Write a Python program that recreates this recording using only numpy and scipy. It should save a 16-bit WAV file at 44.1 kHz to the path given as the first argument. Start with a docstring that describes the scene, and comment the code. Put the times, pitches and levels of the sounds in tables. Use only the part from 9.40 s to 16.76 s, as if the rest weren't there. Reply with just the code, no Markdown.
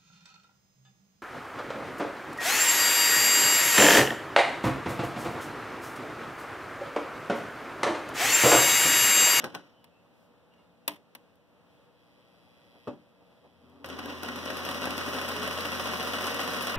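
"""An old electric sewing machine, close by in a small room, finishes a seam with two clacks and rests.
A lever snaps, something thumps on the table, the stalled motor buzzes; then it starts and gathers speed.
Each shaft turn is one stitch: a round of metal contacts over rattling joints, ringing in the case.
Blows are noise bursts through part resonances; whirr and drone are wavering sines, rubs shaped noise."""
import sys
import numpy as np
from scipy import signal
from scipy.fft import rfft, irfft, next_fast_len
from scipy.io import wavfile
from scipy.ndimage import map_coordinates

SR = 44100
rng = np.random.default_rng(int(sys.argv[2]) if len(sys.argv) > 2 else 0)


def generate_wav(sig):
    """Save sig (samples, or channels by samples) to the path in sys.argv[1] as 16-bit PCM at SR."""
    pcm = np.round(np.clip(np.atleast_2d(sig).T, -1, 1) * 32767).astype(np.int16)
    wavfile.write(sys.argv[1], SR, pcm)


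N = 324576

FULL_SPEED = 7.5  # stitches/s

# Spectra of parts when struck or rubbed: f/Hz, relative level/dB
CASE_SPECTRUM = [(40, -34), (105, -19.5), (230, -4), (560, -5.5), (850, -5.5), (1400, -1.5), (2150, -5),
                 (2900, -4.5), (4400, -17.5), (5400, -12.5), (7200, -26.5), (15000, -30.5)]
STEEL_SPECTRUM = [(100, -64.5), (2000, -31), (5000, 3.5), (7200, -8), (10000, -5), (12000, -4),
                  (15000, -6.5)]
TABLE_SPECTRUM = [(25, -48), (50, -30), (90, -15.5), (160, -7.5), (280, -3.5), (420, -7), (750, -10.5),
                  (1100, -10.5), (1700, -24), (5000, -38), (15000, -68.5)]
# Resonances on those spectra: f/Hz, width/Hz, gain/dB
CASE_PEAKS = [(181.7, 12, 13.5), (245.7, 11, 9.5), (286.4, 14, 10), (366, 34, 4), (477, 18, 6),
              (535, 40, 10), (579.6, 30, 7.5), (614.8, 23, 9.5), (744.4, 18, 11), (850, 46, 2),
              (1032, 130, 6.5), (1308, 59, 4.5), (1462, 52, 7), (1710, 26, 1), (1916, 45, 9),
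              (2720, 34, 1.5), (2930, 30, 2.5), (3010, 20, 6), (3353, 46, 4), (4000, 110, 9.5),
              (4890, 96, 4.5), (5650, 250, 2)]
STEEL_PEAKS = [(8460, 88, 9.5), (10400, 210, 4.5), (10740, 110, 11), (11250, 250, 4.5), (12700, 220, -4),
               (13440, 400, 4)]
# Lever snaps and their rattles: t/s, casting relative level/dB, steel relative level/dB
LEVER_SNAPS = [(0.441, -58, -55), (1.135, -67, -85), (1.477, -28, -21.5), (1.492, -45, -47.5),
               (1.507, -50.5, -57), (1.516, -51, -57), (1.523, -59, -57), (1.534, -55, -60),
               (1.543, -58, -60), (1.557, -62, -64), (1.561, -59, -66), (1.7491, -47, -45),
               (1.954, -84, -69.5), (4.295, -76, -69)]


def amp(db):
    """Amplitude ratio of a level in dB."""
    return 10 ** (np.asarray(db) / 20)


def unit(x):
    """Scale to RMS 1."""
    return x / np.sqrt(np.mean(x ** 2) + 1e-20)


def along(points, hz):
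    """Interpolate (f/Hz, value) points on a log frequency axis."""
    f, v = np.transpose(points)
    return np.interp(np.log(hz + 1), np.log(f + 1), v)


def curves(rows):
    """One value per sample for each column after the time."""
    s, *cols = np.transpose(rows)
    return [np.interp(np.arange(N) / SR, s, c) for c in cols]


def wobble(knots_per_s):
    """Smooth random curve through normally distributed knots."""
    knots = rng.standard_normal(int(N * knots_per_s / SR) + 4)
    return map_coordinates(knots, [np.arange(N) * knots_per_s / SR])


def filtered(x, response):
    """Apply a complex frequency response."""
    m = next_fast_len(x.shape[-1] + SR // 4)
    return irfft(rfft(x, m) * response(np.fft.rfftfreq(m, 1 / SR)), m)[..., :x.shape[-1]]


def leaned(x, left_minus_right):
    """Tilt the stereo balance by (f/Hz, left minus right/dB), half on each channel."""
    return filtered(x, lambda hz: amp(along(left_minus_right, hz) * np.array([[.5], [-.5]])))


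def coloured(x, spectrum, peaks=(), size=8192):
    """Minimum-phase filter with this spectrum and these resonances."""
    hz = np.fft.rfftfreq(size, 1 / SR)
    db = along(spectrum, hz) + sum(g / (1 + (2 * (hz - f) / w) ** 2) for f, w, g in peaks)
    cepstrum = irfft(np.log(amp(db)))
    # Fold onto positive time: makes the filter causal
    cepstrum[1:size // 2] *= 2
    cepstrum[size // 2 + 1:] = 0
    impulse = irfft(np.exp(rfft(cepstrum)))
    return signal.fftconvolve(x, impulse[None], axes=1)[:, :x.shape[1]]


def add(track, s, sound):
    """Mix a stereo sound in at time s."""
    i = int(np.clip(round(s * SR), 0, N - 1))
    track[:, i:i + sound.shape[1]] += sound[:, :N - i]


def ports(size, apart):
    """Noise at two pickup ports: direct part 14 samples later at the left, plus an independent part."""
    near = rng.standard_normal(size)
    direct = np.array([np.roll(near, 14), near])
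    return direct + apart * rng.standard_normal((2, size))


def contact(crack_t60_s, tail_db):
    """One blow at both ports, total power 1: a short crack, then the ring of case and room."""
    # Decay of case and room: f/Hz, t60/s
    ring_t60 = [(100, 0.41), (300, 0.36), (1000, 0.21), (3000, 0.24), (8000, 0.22), (15000, 0.11)]
    t = np.arange(SR // 4) / SR
    hz, frame_s, z = signal.stft(ports(size=len(t), apart=1.93), SR, nperseg=128)
    decay = amp(-60 * frame_s / along(ring_t60, hz)[:, None])
    tail = signal.istft(z * decay, SR, nperseg=128)[1][:, :len(t)]
    crack = ports(size=len(t), apart=1.0) * amp(-60 * t / crack_t60_s)
    return unit(unit(crack) + amp(tail_db) * unit(tail)) / np.sqrt(len(t))


def ringing(modes, scatter_db=2):
    """Decaying modes struck once, with random phase and scattered level."""
    t = np.arange(SR // 2) / SR
    ring = 0
    for hz, db, t60_s in modes:
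        envelope = amp(db + scatter_db * rng.standard_normal() - 60 * t / t60_s)
        ring = ring + envelope * np.sin(2 * np.pi * (hz * t + rng.random()))
    return (ring * (1 - np.exp(-t / 0.00093)))[None]


def shaft():
    """Shaft speed in stitches/s, and turns counted from the needle meeting the cloth."""
    # Shaft speed: t/s, speed/(stitches/s)
    speed_points = [(4.43, 0), (4.445, 2.5), (4.72, 3), (4.83, 4), (5, 4.5), (5.32, 6), (5.65, 6.5),
                    (6.25, 7), (6.9, 7.5), (7.36, 7.5)]
    needle_at_s = 4.83
    speed = np.maximum(curves(speed_points)[0], 0)
    turns = np.cumsum(speed) / SR
    return speed, turns - turns[int(needle_at_s * SR)]


def doublings(speed):
    """Doublings of speed above full speed; far below zero at rest."""
    return np.log2(speed / FULL_SPEED + 1e-6)


def clatter(column, rattle_db, rattles_per_turn, scatter_db, crack_t60_s, tail_db, joints=2):
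    """Contacts of each stitch plus loose joints rattling at an even pace; mean power stays nearly even."""
    # Contacts of needle, hook, take-up lever, feed:
    # place/turn, knock relative level/dB, tick relative level/dB
    stitch_contacts = [(0, -3.5, -5.5), (.07, -6, -11), (.22, -8, -9.5), (.37, -12, -14.5), (.55, -5, -4),
                       (.68, -17.5, -11), (.84, -22, -25)]
    contact_play = .008  # share of a turn
    rattle_play = .15  # share of a rattle interval
    speed, turns = shaft()
    stitches = np.arange(np.floor(turns[0]), turns[-1] + 1)

    def strikes(places, db):
        """One part struck at these places of the shaft's travel."""
        at = np.searchsorted(turns, places)
        size = amp(db + scatter_db * rng.standard_normal(400)[:len(at)])
        heard = (at > 0) & (at < N)
        # Offset the power gained from more blows per second
        blows = np.bincount(at[heard], size[heard], N) * np.sqrt(SR / (speed + 1))
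        return signal.oaconvolve(blows[None], contact(crack_t60_s, tail_db), axes=1)[:, :N]

    out = np.zeros((2, N))
    for row in stitch_contacts:
        places = stitches + row[0] + rng.normal(0, contact_play, len(stitches))
        out += strikes(places, row[column])
    slots = np.arange(stitches[0], turns[-1], 1 / rattles_per_turn)
    for joint in range(joints):
        offset = joint / joints + rng.normal(0, rattle_play, len(slots))
        places = slots + offset / rattles_per_turn
        out += strikes(places, rattle_db) / np.sqrt(rattles_per_turn * joints)
    return out


def machine():
    """The turning mechanism knocks in the case and ticks in its steel parts, louder and brighter with speed."""
    case_db, case_db_per_doubling = -32, 8.5  # level at full speed, growth
    steel_db, steel_db_per_doubling = -45.5, 13.5
    speed, _ = shaft()
    running = speed > 2
    blows = clatter(column=1, rattle_db=2.5, rattles_per_turn=14, scatter_db=1, crack_t60_s=.022, tail_db=3)
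    taps = clatter(column=2, rattle_db=3, rattles_per_turn=9, scatter_db=3, crack_t60_s=.018, tail_db=2)
    case_knocks = coloured(blows, CASE_SPECTRUM, CASE_PEAKS)
    steel_ticks = coloured(taps, STEEL_SPECTRUM, STEEL_PEAKS)
    case_gain = amp(case_db + case_db_per_doubling * doublings(speed))
    steel_gain = amp(steel_db + steel_db_per_doubling * doublings(speed))
    case = case_gain * case_knocks / np.std(case_knocks[:, running])
    steel = steel_gain * steel_ticks / np.std(steel_ticks[:, running])
    return case + steel


def whirr_tone():
    """Armature pitch in Hz and level in dB, both rising with shaft speed."""
    full_speed_hz, hz_per_stitch_per_s = 469.9, 62
    full_speed_db, db_per_doubling = -47, 14.5
    speed, _ = shaft()
    hz = full_speed_hz + hz_per_stitch_per_s * (speed - FULL_SPEED)
    return hz, full_speed_db + db_per_doubling * doublings(speed)


def motor():
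    """The armature whirrs higher as it speeds up; the shaken mount drones at fixed pitches."""
    # Motor shaking its mount: t/s, relative level/dB
    drone_level = [(4.1, -75), (4.3, -70), (4.41, -72.5), (4.47, -58), (6.33, -52), (7.36, -58)]
    # Mount pitches: f/Hz, relative level/dB, phase waver/rad
    drone_lines = [(86.1, -2.5, 0.15), (135, -8.5, 0.86), (235.5, -3.5, 0.94)]
    t = np.arange(N) / SR
    hz, db = whirr_tone()
    phase = 2 * np.pi * np.cumsum(hz * (1 + 0.0061 * wobble(14))) / SR
    whirr = amp(db + 3.3 * wobble(12)) * np.sin(phase)
    drone_db, = curves(drone_level)
    drone = 0
    for f, line_db, waver_rad in drone_lines:
        line = np.sin(2 * np.pi * f * t + waver_rad * wobble(15))
        drone = drone + amp(line_db + 0.37 * wobble(12.0)) * line
    fade_in = np.clip((t - 4) / .15, 0, 1)
    # Drone leans left, most at its deepest pitch
    return whirr + leaned(fade_in * amp(drone_db + 5.0) * drone, [(110, 9.6), (200, 6.8)])


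def gears():
    """Gear teeth strike at half the whirr pitch, a fine regular chatter in the case."""
    tooth_play = .025  # scatter, share of a tooth interval
    hz, db = whirr_tone()
    tooth_count = np.floor(np.cumsum(hz / 2) / SR + tooth_play * wobble(150))
    teeth = np.diff(tooth_count, prepend=0) * amp(2.4 * wobble(90))
    chatter = signal.oaconvolve(teeth[None], contact(crack_t60_s=.025, tail_db=-6), axes=1)[:, :N]
    return amp(db + 1.0) * unit(coloured(chatter, CASE_SPECTRUM, CASE_PEAKS))


def belt():
    """The belt drags on the shaft as it comes up to speed: noise shaped to a low rubbing growl."""
    # Drag of the belt, which strains, slips, then grips and fades: t/s, relative level/dB
    drag_level = [(3.9, -87), (4.43, -54), (4.52, -42), (4.72, -41), (4.78, -46.5), (4.86, -42), (5.5, -45),
                  (5.9, -48), (7.36, -61)]
    # Rubbing belt: f/Hz, relative level/dB
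    belt_spectrum = [(100, -34), (190, -28), (225, -6.5), (252, 1.5), (295, -3), (330, -22), (380, -3),
                     (450, -11.5), (600, -18), (1200, -14), (3000, -60)]
    db, = curves(drag_level)
    return amp(db + 0.48 * wobble(22)) * unit(coloured(ports(size=N, apart=1.0), belt_spectrum))


def clacks():
    """A joint takes up its play with a harder blow, which also jolts the table and rings the frame."""
    # Hardest clacks: t/s, then relative level/dB of case, steel, table
    clack_events = [(.002, -33, -56, -39), (0.034, -42, -66, -31), (0.0407, -18, -39, -35),
                    (0.0463, -28, -51, -34), (0.057, -34, -62, -32), (.064, -42, -65, -34),
                    (.1, -40, -70, -49), (.132, -50, -68, -44), (.143, -32, -62, -39),
                    (0.148, -20, -44, -38.5), (.158, -42, -62, -34.5), (.193, -48, -71, -46),
                    (4.443, -26, -54, -47), (4.459, -37, -44, -48), (4.487, -36, -46, -41),
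                    (4.589, -24, -44.5, -40), (4.657, -30, -44, -41), (4.832, -29, -37, -35),
                    (4.885, -21, -49, -42), (4.963, -31, -60, -46), (5.055, -30, -40, -48),
                    (5.101, -21, -42, -33), (5.165, -34, -57, -42), (5.288, -20.5, -42, -35),
                    (5.312, -23.5, -42, -44), (5.44, -20, -52, -49), (5.454, -19.5, -37, -43),
                    (5.47, -24, -52, -26), (5.505, -28, -42, -33), (5.578, -21, -37.5, -51),
                    (5.68, -27.5, -50, -30), (5.747, -22.5, -49, -46), (5.784, -19, -53, -40),
                    (5.847, -25.5, -46, -49), (5.887, -30, -34.5, -39), (5.917, -28, -41, -46.5),
                    (6.02, -24, -46, -42), (6.075, -21.5, -36, -39), (6.25, -20.5, -49.5, -38),
                    (6.398, -20.5, -47, -40), (6.471, -21.5, -40, -36), (6.523, -21.5, -48, -36),
                    (6.733, -19, -46, -44), (6.785, -20.5, -46, -40), (6.841, -18, -39, -46),
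                    (6.855, -22, -40, -38), (6.913, -25, -46, -44), (6.993, -18, -47, -38),
                    (7.04, -23, -40, -52), (7.116, -23.5, -46, -42), (7.223, -31, -32, -48),
                    (7.294, -20.5, -45, -40)]
    # Ringing frame: f/Hz, relative level/dB, t60/s
    frame_modes = [(291.5, -5, 0.26), (532.6, -1, .12), (730, -5.5, 0.13), (815, 0.5, 0.067),
                   (925, -6, 0.11), (1507, -3, 0.082), (1608, 3.5, 0.044), (3140, -20, .11)]
    case, steel, table, frame = np.zeros((4, 2, N))
    for s, db, steel_db, table_db in clack_events:
        add(case, s + 0.000998, amp(db + 23.5) * contact(crack_t60_s=0.035, tail_db=-9.5))
        add(steel, s + 0.00093, amp(steel_db + 25.0) * contact(crack_t60_s=.022, tail_db=-9))
        add(table, s, amp(table_db + 39.5) * contact(crack_t60_s=0.048, tail_db=-3.5))
        add(frame, s + 0.00093, amp((db + table_db) / 2 - 13) * ringing(frame_modes))
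    metal = coloured(case, CASE_SPECTRUM, CASE_PEAKS) + coloured(steel, STEEL_SPECTRUM, STEEL_PEAKS)
    return metal + coloured(table, TABLE_SPECTRUM) + frame


def sliding():
    """Joints slide with a rough rub as the machine comes to rest and as it starts again."""
    # Sliding joints: t/s, relative level/dB
    slide_level = [(0, -44), (.12, -60), (.3, -65), (.7, -100), (4.435, -100), (4.447, -52.5),
                   (4.72, -42.5), (4.79, -52), (4.85, -46), (5.3, -44.5), (7.36, -51)]
    db, = curves(slide_level)
    rub = unit(coloured(ports(size=N, apart=0.99), CASE_SPECTRUM, CASE_PEAKS))
    return amp(db + 2.5 * wobble(90)) * rub


def landings():
    """Each bump on the table and its rebound: t/s, relative level/dB."""
    # Bumps: t/s, relative level/dB
    bumps = [(3.472, -38), (4.045, -68)]
    rebound_s, rebound_db = 0.0066, 1
    return bumps + [(s + rebound_s, db + rebound_db) for s, db in bumps]


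def hand_blows():
    """Snaps go mostly into metal, bumps into the table: t/s, then table, casting, steel relative level/dB."""
    snap_table_db = -14.5  # table against casting
    bump_casting_db, bump_steel_db = -18.5, -39  # against table
    snaps = [(s, db + snap_table_db, db, steel_db) for s, db, steel_db in LEVER_SNAPS]
    return snaps + [(s, db, db + bump_casting_db, db + bump_steel_db) for s, db in landings()]


def knocks():
    """Each hand blow clicks in steel, cracks in the casting and booms in the table."""
    # Casting: f/Hz, relative level/dB
    casting_spectrum = [(40, -48), (150, -30), (500, -6.5), (720, -6), (950, 4), (1500, -6.5), (2100, 4),
                        (3000, -2), (4300, -10), (5800, -15.5), (7400, -24), (15000, -23)]
    # Snapping lever: f/Hz, relative level/dB
    lever_spectrum = [(100, -64), (2000, -24), (3200, -7), (5000, -2.5), (6500, -12), (8500, -6),
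                      (10000, -5.5), (12000, -4), (15000, -7.5)]
    # Lever resonances: f/Hz, width/Hz, gain/dB
    lever_peaks = [(7800, 1900, -2.5), (8600, 165, 10.5), (11000, 202, 11.5), (11260, 340, 5),
                   (13700, 620, 10), (14120, 150, 10)]
    # Ringing table: f/Hz, relative level/dB, t60/s
    table_modes = [(250.7, 4, 0.2), (295, -1, .22), (417, -8, .22), (576, 8, 0.14), (730, -13, 0.17),
                   (800, -17, .25), (1018, -10, 0.13), (1216, -9.5, 0.11)]
    table, casting, steel, boom = np.zeros((4, 2, N))
    t = np.arange(SR // 2) / SR
    swell = 1 - np.exp(-t / 0.0042)  # the heavy table top takes a moment to start swinging
    for s, table_db, casting_db, steel_db in hand_blows():
        add(table, s, amp(table_db + 47.5) * contact(crack_t60_s=0.06, tail_db=5.5))
        add(casting, s + 0.00129, amp(casting_db + 36.5) * contact(crack_t60_s=0.044, tail_db=-17.5))
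        add(steel, s + 0.0016, amp(steel_db + 25.0) * contact(crack_t60_s=0.019, tail_db=-19.5))
        add(boom, s + 0.0019, amp(table_db - 3.5) * swell * ringing(table_modes))
    metal = coloured(casting, casting_spectrum) + coloured(steel, lever_spectrum, lever_peaks)
    return coloured(table, TABLE_SPECTRUM) + metal + boom


def casting_ring():
    """Each snap of a lever, and each rattle after it, rings the casting."""
    # Ringing casting: f/Hz, relative level/dB, t60/s
    casting_modes = [(300, -11, 0.18), (658, -10.5, 0.14), (877, -12, .14), (947, -4, 0.083),
                     (1155, -8, .08), (1700, -12.5, .06), (2140, -5, .05), (2750, -12.5, .05),
                     (3080, -19, .12), (3280, -20.5, .11), (3456, -19.5, .1)]
    out = np.zeros((2, N))
    for s, db, _ in LEVER_SNAPS:
        add(out, s + 0.0018, amp(db - 5.5) * ringing(casting_modes))
    return out


def thuds():
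    """Each landing of a bump gives a firm, hollow knock: decaying sines with a short attack."""
    # Hollow knock: f/Hz, relative level/dB, t60/s
    hollow_modes = [(146, -8, 0.1), (235, -1, 0.075), (434, 10, 0.032), (502, 1, 0.093), (865, -1, .04),
                    (1114, 0.5, 0.043), (2600, -16, 0.11)]
    attack_s = 0.001
    out = np.zeros((2, N))
    t = np.arange(SR // 4) / SR
    modes = sum(amp(db - 60 * t / t60_s) * np.sin(2 * np.pi * hz * t) for hz, db, t60_s in hollow_modes)
    knock = modes * (1 - np.exp(-t / attack_s))
    for s, db in landings():
        add(out, s, amp(db) * knock[None])
    return signal.sosfilt(signal.butter(2, 100, "high", fs=SR, output="sos"), out)


def buzz():
    """The stalled motor under current crackles twice per mains cycle; its housing smears the sparks."""
    # Motor under current before it turns: t/s, relative level/dB
    buzz_level = [(2.2, -100), (2.3, -73.5), (2.5, -80), (2.6, -72), (3.3, -67), (3.48, -65), (3.56, -75),
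                  (3.8, -76), (4.1, -72.5), (4.2, -73.5), (4.43, -71), (4.5, -100)]
    # Housing: f/Hz, relative level/dB
    housing_spectrum = [(900, -23), (1700, -32), (1920, 5), (2100, -8), (2600, 0.5), (2900, -5), (3350, 3),
                        (3600, -15.5), (3950, -1.5), (4300, -14.5), (5000, -6.5), (7000, -29),
                        (9000, -21.5), (11500, -18.5), (15000, -30)]
    mains_hz = 60
    fizz_db = -2  # ragged part against steady beat
    db, = curves(buzz_level)
    sparks = np.diff(np.floor(np.arange(N + 1) * 2 * mains_hz / SR))
    steady = signal.oaconvolve(sparks[None], contact(crack_t60_s=.012, tail_db=-6), axes=1)[:, :N]
    spark_decay = signal.lfilter([1], [1, -np.exp(-1 / (0.006 * SR))], sparks)
    fizz = spark_decay * rng.standard_normal((2, N))
    crackle = unit(steady) + amp(fizz_db) * unit(fizz)
    return amp(db) * unit(coloured(crackle, housing_spectrum))


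def handling():
    """Hands smooth cotton and nudge the table, as noise swells; faint squeaks are rough gliding sines."""
    # Hands sliding on cotton: t/s, length/s, relative level/dB
    cotton_rubs = [(0.682, .26, -78.5), (2.25, .18, -87)]
    # Soft, dull table nudges: t/s, length/s, relative level/dB
    table_nudges = [(2.754, 0.072, -64), (3.031, 0.078, -63), (3.33, 0.074, -55.5), (3.79, .06, -59.5),
                    (4.025, 0.064, -54.5)]
    # Nudged table: f/Hz, relative level/dB
    nudge_spectrum = [(60, -25.5), (150, -4), (300, -5.5), (560, 0), (1100, -11), (2000, -24), (8000, -50)]
    # Squeaks: t/s, length/s, start f/Hz, end f/Hz, relative level/dB
    squeak_glides = [(.28, .26, 3100, 2900, -69.5), (.46, .2, 2620, 2660, -73),
                     (1.07, .19, 2880, 2760, -69), (1.0, .36, 2450, 2000, -73)]
    squeak_rough = .028  # pitch jitter, share of f
    out = np.zeros((2, N))
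    for s, length_s, db in cotton_rubs:
        swell = np.hanning(int(length_s * SR))
        rub = unit(coloured(rng.standard_normal((2, len(swell))), STEEL_SPECTRUM))
        add(out, s, amp(db) * swell * rub)
    for s, length_s, db in table_nudges:
        swell = np.hanning(int(length_s * SR))
        nudge = unit(coloured(ports(size=len(swell), apart=0.78), nudge_spectrum))
        add(out, s, amp(db) * swell * nudge)
    for s, length_s, start_hz, end_hz, db in squeak_glides:
        swell = np.hanning(int(length_s * SR))
        glide_hz = np.linspace(start_hz, end_hz, len(swell))
        hz = glide_hz * (1 + squeak_rough * wobble(700)[:len(swell)])
        broken = amp(db + 4.9 * wobble(48)[:len(swell)])
        add(out, s, broken * swell[None] * np.sin(2 * np.pi * np.cumsum(hz) / SR))
    return out


def room():
    """A soft steady rush of noise with a few low resonances, and a faint hum of wavering sines."""
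    # Rush: f/Hz, relative level/dB
    air_spectrum = [(25, -34.5), (60, -12.5), (100, -3), (200, -4), (290, -4), (380, -6.5), (520, -7),
                    (800, -6), (1700, -15.5), (2600, -15.5), (4500, -25.5), (7500, -36.5), (11000, -36.5),
                    (15000, -38.5)]
    # Hum: f/Hz, relative level/dB
    hum_lines = [(178, -78.5), (291, -74), (481, -75), (657, -77)]
    # f/Hz, width/Hz, gain/dB
    air_peaks = [(177, 16, 7.8), (236, 17, 8.0), (489, 65, 9.1), (578, 27, 9.3), (653, 15, 2.3)]
    t = np.arange(N) / SR
    air = coloured(rng.standard_normal((2, N)), air_spectrum, air_peaks)
    hum = sum(amp(db) * np.sin(2 * np.pi * hz * t + 1.4 * wobble(3.21)) for hz, db in hum_lines)
    return amp(-61.5 + 0.78 * wobble(7.4)) * unit(air) + hum


def scene():
    """Sum the layers; all but the motor share one stereo lean."""
    # Stereo lean: f/Hz, left minus right/dB
    lean_points = [(200, 2.5), (3000, -2), (5000, 1.5), (8500, 7.5), (15000, 7)]
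    running = machine() + gears() + belt() + clacks() + sliding()
    near = running + knocks() + casting_ring() + thuds() + buzz() + handling()
    return leaned(near + room(), lean_points) + motor()


def record(dry):
    """Each channel is one port minus a delayed share of the other, which combs mid and side in turn."""
    # Share of the other port: f/Hz, share/1
    crossfeed = [(400, 0.047), (1100, 0.52), (2250, 0.77), (4500, 0.46), (6700, 0.42), (10000, 0.013)]
    # Stereo width: f/Hz, side gain/dB
    width = [(60, 3), (200, -3.5), (600, -5), (1100, -13), (1400, -4.5), (1800, -4), (2600, 0)]
    top_hz = 15700  # centre of a 600 Hz wide cutoff

    def share(hz):
        return np.clip(along(crossfeed, hz), 0, 1)

    def other(hz):
        return share(hz) * np.exp(-2j * np.pi * hz / 2250)  # delay 1/2250 s

    def even(hz):
        """Treble cutoff, and gain that evens out the mean power of the combs."""
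        return np.clip((top_hz - hz) / 600 + .5, 0, 1) / np.hypot(1, share(hz))

    mid = filtered((dry[0] + dry[1]) / 2, lambda hz: (1 - other(hz)) * even(hz))
    side = filtered((dry[0] - dry[1]) / 2, lambda hz: (1 + other(hz)) * even(hz) * amp(along(width, hz)))
    return np.array([mid + side, mid - side])


dry = scene()
out = record(dry)
generate_wav(out)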